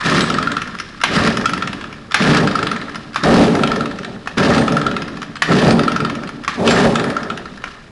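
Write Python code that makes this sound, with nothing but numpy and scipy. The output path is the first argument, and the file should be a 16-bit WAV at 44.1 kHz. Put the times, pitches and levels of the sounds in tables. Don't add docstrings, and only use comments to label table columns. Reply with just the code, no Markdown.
import sys
import numpy as np
from scipy import signal
from scipy.io import wavfile

SR = 44100
rng = np.random.default_rng(int(sys.argv[2]) if len(sys.argv) > 2 else 0)


def persist_wave(psi):
    counts = np.round(np.clip(psi, -1, 1) * 32767).astype(np.int16)
    wavfile.write(sys.argv[1], SR, np.atleast_2d(counts).T)


N = 348813

# cart shakes t/s, crank spins t/s, rise/s, cord runs out t/s, cart coast stretch/ratio,
# cart level/dB, casing level/dB, whirr level/dB, whirr change along cord/dB, side panels/dB, wheel thump/dB
PULLS = [(0.035, 0.025, .04, .22, 0.93, -16.5, -16, -21.5, 0, 0, 3.5),
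         (1.07, 1.08, .06, 1.28, 1.18, -17.5, -17.5, -26.5, 2, 1.5, 5.5),
         (2.19, 2.18, 0.033, 2.377, .95, -13, -16, -22, -1, 1.5, 2),
         (3.228, 3.228, 0.025, 3.434, 1.02, -9.5, -18.5, -24, 0.7, 3, 0.7),
         (4.368, 4.368, .01, 4.577, 1.075, -12, -18.5, -26, 2, 1.5, 2),
         (5.47, 5.47, 0.039, 5.7, 0.99, -11, -18, -25.5, -0.5, 0.5, 1.2),
         (6.56, 6.64, 0.044, 6.85, 0.84, -12, -18, -21.5, -4, 5.5, 0.7)]
# t/s, level/dB, knock f/Hz, scuffing after it/dB
CATCHES = [(1.036, 7.5, 1550, -19.5), (2.143, 8, 1360, -20), (3.159, 1.5, 1260, -26),
           (4.273, -7.5, 1130, -34), (5.42, 6.5, 1660, -23), (6.478, 2, 1350, -24.5),
           (7.639, -11, 1300, -31.5)]
# t/s, f/Hz, level/dB
PINGS = [(.208, 7770, -28), (.23, 8700, -34), (4.585, 8700, -35), (5.71, 8700, -33), (6.697, 7400, -18)]
# f/Hz, width/Hz, level/dB
CART_MODES = [(156.7, 33.8, 0), (193.3, 14.3, 2), (228, 14.9, 3.5), (292.5, 14.3, 1), (341.2, 10, -3.5)]
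# f/Hz, width/Hz, level/dB
PANEL_MODES = [(390.7, 17.3, -3), (436.4, 24, -4), (533, 30.5, -9), (577, 29, -5.5), (751, 280, -14.5)]
# f/Hz, width/Hz, level/dB
WHEEL_MODES = [(68, 41, -14), (100, 49, -10)]
# f/Hz, width/Hz, level/dB
CASING_MODES = [(1102, 315, -3.5), (1349, 193, 0.5), (1630, 103, -0.5), (1800, 134, -0.5), (2165, 380, -15)]
# f/Hz, width/Hz, level/dB
HOUSING_MODES = [(2470, 1070, 1.5), (4110, 1440, 0.5), (4990, 840, 1), (6780, 4570, -13.5),
                 (9090, 1980, -14)]
# f/Hz, width/Hz, level/dB
PAWL_MODES = [(1160, 500, -0.5), (2570, 970, -6)]
# f/Hz, t60/s, level/dB
SHED_BANDS = [(1380, 0.19, -17), (3880, 1, -13), (9600, 0.097, -11)]
# t after/s, cart change/dB, casing change/dB, whirr change/dB
COAST = [(.06, -3.5, -8, -9), (0.319, -11.5, -9.5, -22), (.6, -21, -20, -22.5), (.85, -28.5, -25.5, -25),
         (1.3, -46, -56, -50)]
# t/s, tick level/dB, cover level/dB
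TURNS = [
    [(0.3006, -7.5, -7), (0.384, -6.5, -2.5), (0.4714, -9.5, -4), (0.566, -9, -7.5), (0.674, -20, -35)],
    [(1.3701, -9, -9), (1.4561, -5, -2.5), (1.5336, -8.5, -5), (1.6225, -9.5, -9.5), (1.729, -14.5, -24)],
    [(2.4726, -9, -8), (2.5536, -6, -2.5), (2.6273, -7, -7.5), (2.7135, -10.5, -9), (2.814, -17.5, -26)],
    [(3.5508, -10, -10.5), (3.634, -6, -3.5), (3.716, -9, -6), (3.806, -12.5, -7.5), (3.911, -20, -24)],
    [(4.6788, -9.5, -8), (4.7671, -9, -3), (4.8643, -10, -3), (4.9644, -11, -10), (5.0794, -17.5, -30)],
    [(5.7922, -7.5, -5), (5.8788, -7.5, -0.5), (5.9606, -7.5, -4.5), (6.0475, -10, -8), (6.1516, -16, -20)],
    [(6.9548, -5.5, -6), (7.0402, -11.5, -10), (7.1651, -12.5, -6), (7.3007, -14, -11),
     (7.4547, -23.5, -20)],
]
# t/s, tick level/dB
JERKS = [(0.2063, -4.5), (0.7487, -18), (0.786, -15.5), (0.7984, -10), (1.002, -21), (1.013, -11),
         (1.1635, -7.5), (1.247, -10), (1.2716, -7), (1.8098, -17.5), (1.84, -18), (1.926, -19.5),
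         (2.109, -18), (2.118, -11), (2.347, -6), (2.3708, -11), (2.894, -20), (2.9452, -20),
         (2.955, -14.5), (3.131, -22), (3.1433, -18), (3.235, -6), (3.986, -18.5), (4.031, -20.5),
         (4.046, -14), (4.258, -23), (4.3805, -5), (4.5781, -5.5), (5.17, -20), (5.217, -16),
         (5.228, -16.5), (5.355, -21), (5.3653, -17.5), (5.707, -3.5), (6.2332, -17.5), (6.273, -19),
         (6.29, -15.5), (6.436, -23), (6.446, -15.5), (6.675, 0), (6.707, -2.5), (7.5736, -23),
         (7.619, -27), (7.685, -30)]

AIR_DB, AIR_HZ, AIR_WIDTH_HZ = -42, 42.0, 124.0
ECHO_DELAY_S = 0.004
PING_SHAKE_T60_S, PING_WIDTH_HZ = 0.25, 160
PAWL_KNOCK_WIDTH_HZ = 270
COVER_HZ, COVER_WIDTH_HZ, COVER_PUSH_S, COVER_PITCH_SPREAD = 1323, 98, 0.004, 0.017
WEAK_AT_SHARE, WEAK_TICK_DB, WEAK_COVER_DB = 0.477, -2, -10.5
SINGLE_COVER_DB = -8.5
STROKES, STROKE_DB, STROKE_SPREAD_DB, STROKE_SLIP = 12, -14.5, 4, 0.3
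COLOUR_SPREAD_DB, DULL_DB_PER_DB = 2, 0.43
TICK_CASING_DB = 5.5
SWELL_DB = (2.5, -2.5)
PANEL_FADE_EXPONENT = 0.16
SCUFF_DB, SCUFF_FALL_DB_PER_S = (-7.5, -1.5, -7.5), 72
OPENING_SCUFF = (0, -22)
PEAK_LIMIT = 0.63
SIDE_DB, SIDE_HZ, SIDE_WIDTH_HZ, SIDE_DELAY_SAMPLES = -31, 8500.0, 5000.0, 400
TOP_HZ = 11150


def undb(db):
    return 10 ** (np.asarray(db) / 20)


def unit(x):
    return x / np.sqrt(np.mean(x ** 2))


def ring(x, hz, width_hz):
    return signal.lfilter(*signal.iirpeak(hz, hz / width_hz, SR), x)


def body(x, modes):
    return sum((-1) ** k * undb(db) * ring(x, hz, width_hz) for k, (hz, width_hz, db) in enumerate(modes))


def stirred(modes, change_db):
    return [(hz, width_hz, db + change) for (hz, width_hz, db), change in zip(modes, change_db)]


def jolts(rate_per_s, spread_db, smear_s):
    struck = rng.random(N) < rate_per_s / SR
    hits = struck * undb(spread_db * rng.exponential(size=N))
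    grain = signal.lfilter([1], [1, -np.exp(-1 / (smear_s * SR))], hits)
    return grain * rng.standard_normal(N)


def burst(rows, rise_s, fall_s):
    t = np.arange(3000) / SR
    noise = rng.standard_normal((rows, len(t)))
    return noise * (1 - np.exp(-t / rise_s)) * np.exp(-t / fall_s)


def strike(times_s, levels_db, shape):
    out = np.zeros(N + SR)
    for k, (time_s, db) in enumerate(zip(times_s, levels_db)):
        blow = shape(k)
        start = int(time_s * SR)
        out[start:start + len(blow)] += undb(db) * blow / np.abs(blow).max()
    return out[:N]


def air():
    return undb(AIR_DB) * unit(ring(rng.standard_normal(N), AIR_HZ, AIR_WIDTH_HZ))


def shed(x):
    t = np.arange(SR // 2) / SR
    tail = 0
    for hz, t60_s, db in SHED_BANDS:
        fade = np.exp(-np.log(1000) * t / t60_s) * (t > ECHO_DELAY_S)
        band = ring(rng.standard_normal(len(t)), hz, 1.5 * hz) * fade
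        tail = tail + undb(db) * band / np.sqrt(np.sum(band ** 2))
    return signal.fftconvolve(x, tail)[:N]


def pings():
    times_s, hz, db = np.transpose(PINGS)
    t = np.arange(SR // 2) / SR
    fade = np.exp(-np.log(1000) * t / PING_SHAKE_T60_S)
    shake = rng.standard_normal((len(times_s), len(t))) * fade

    def ping(k):
        once = ring(shake[k], hz[k], PING_WIDTH_HZ)
        return ring(once, hz[k], PING_WIDTH_HZ)

    return strike(times_s, db, ping)


def catches():
    times_s, db, hz, _ = np.transpose(CATCHES)
    scrape = burst(len(times_s), rise_s=0.0011, fall_s=0.0032)
    bright_db = -12.0 + 0.24 * db

    def knock(k):
        main = ring(scrape[k], hz[k], PAWL_KNOCK_WIDTH_HZ)
        bright = undb(bright_db[k]) * body(scrape[k], HOUSING_MODES)
        return main + body(scrape[k], PAWL_MODES) + bright

    return strike(times_s, db, knock)


def clack_rows():
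    strong = np.transpose(TURNS, (2, 0, 1))
    times_s, tick_db, cover_db = strong
    weak = [times_s[:, :-1] + WEAK_AT_SHARE * np.diff(times_s),
            tick_db[:, :-1] + WEAK_TICK_DB,
            cover_db[:, :-1] + WEAK_COVER_DB]

    _, spins_s, rise_s, end_s = np.transpose(PULLS)[:4, :, None]
    slip, size = rng.standard_normal((2, len(PULLS), STROKES))
    along = (np.arange(STROKES) + 0.5 + STROKE_SLIP * slip) / STROKES
    full_s = spins_s + rise_s
    stroke_s = full_s + along * (end_s - full_s)
    stroke_db = STROKE_DB + STROKE_SPREAD_DB * size

    jerk_s, jerk_db = np.transpose(JERKS)
    single_db = np.r_[jerk_db, stroke_db.ravel()]
    single = [np.r_[jerk_s, stroke_s.ravel()], single_db, single_db + SINGLE_COVER_DB]
    return [np.r_[a.ravel(), b.ravel(), c] for a, b, c in zip(strong, weak, single)]


def clacks():
    times_s, tick_db, cover_db = clack_rows()
    count = len(times_s)
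    scrape = burst(count, rise_s=0.0016, fall_s=0.003)
    pitch_hz = COVER_HZ * (1 + COVER_PITCH_SPREAD * rng.standard_normal(count))
    stir_db = COLOUR_SPREAD_DB * rng.standard_normal((count, len(HOUSING_MODES + CASING_MODES)))
    t = np.arange(2500) / SR

    def cover(k):
        push = np.sin(2 * np.pi * pitch_hz[k] * t) * (t < COVER_PUSH_S)
        return ring(push, pitch_hz[k], COVER_WIDTH_HZ)

    def tick(k):
        housing_db = stir_db[k] + DULL_DB_PER_DB * tick_db[k]
        housing = body(scrape[k], stirred(HOUSING_MODES, housing_db))
        casing = body(scrape[k], stirred(CASING_MODES, stir_db[k, len(HOUSING_MODES):]))
        return housing + undb(TICK_CASING_DB) * casing

    return strike(times_s, cover_db, cover) + strike(times_s, tick_db, tick)


def effort(t):
    power = np.zeros((3, N))
    after_s, *coast_db = np.transpose(COAST)
    for shakes_s, spins_s, rise_s, end_s, stretch, *db in PULLS:
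        full_s = spins_s + rise_s
        starts_s = (shakes_s, spins_s, spins_s)
        changes_db = (*SWELL_DB, db[3])
        for k, (start_s, change_db, slow) in enumerate(zip(starts_s, changes_db, (stretch, 1, 1))):
            knots_s = [start_s, end_s, *(end_s + slow * after_s)]
            shape_db = np.interp(t, knots_s, [0, change_db, *(change_db + coast_db[k])])
            ramp = np.clip((t - start_s) / (full_s - start_s), 0, 1)
            power[k] += (ramp * undb(db[k] + shape_db)) ** 2
    for time_s, *_, db in [OPENING_SCUFF, *CATCHES]:
        fall_db = db - SCUFF_FALL_DB_PER_S * np.clip(t - time_s, 0, None)
        power += ((t > time_s) * undb(np.array(SCUFF_DB)[:, None] + fall_db)) ** 2
    return np.sqrt(power)


def turning():
    t = np.arange(N) / SR
    cart_gain, casing_gain, whirr_gain = effort(t)
    start_s, panel_db, wheel_db = np.transpose(PULLS)[[0, -2, -1]]
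    pull = np.clip(np.searchsorted(start_s, t) - 1, 0, None)

    shake = jolts(rate_per_s=740.0, spread_db=0.7, smear_s=0.011)
    panel_gain = undb(panel_db)[pull] * (cart_gain / cart_gain.max()) ** PANEL_FADE_EXPONENT
    panels = panel_gain * body(shake, PANEL_MODES)
    wheels = undb(wheel_db)[pull] * body(shake, WHEEL_MODES)
    cart = unit(body(shake, CART_MODES) - panels + wheels)

    casing = unit(body(jolts(rate_per_s=580.0, spread_db=0.0, smear_s=0.0039), CASING_MODES))
    whirr = unit(body(jolts(rate_per_s=1300.0, spread_db=2.5, smear_s=0.0045), HOUSING_MODES))
    return cart_gain * cart + casing_gain * casing + whirr_gain * whirr


def scene():
    blows = pings() + catches() + clacks()
    mid = air() + blows + shed(blows) + turning()
    return np.array([mid, mid])


def record(dry):
    x = PEAK_LIMIT * np.tanh(dry / PEAK_LIMIT)
    delayed = np.roll(x[0], SIDE_DELAY_SAMPLES)
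    side = undb(SIDE_DB) * ring(delayed, SIDE_HZ, SIDE_WIDTH_HZ)
    x = x + side * np.array([[1], [-1]])
    low_pass = signal.ellip(10, 0.2, 45, TOP_HZ, fs=SR, output="sos")
    return signal.sosfilt(low_pass, x)


dry = scene()
out = record(dry)
persist_wave(out)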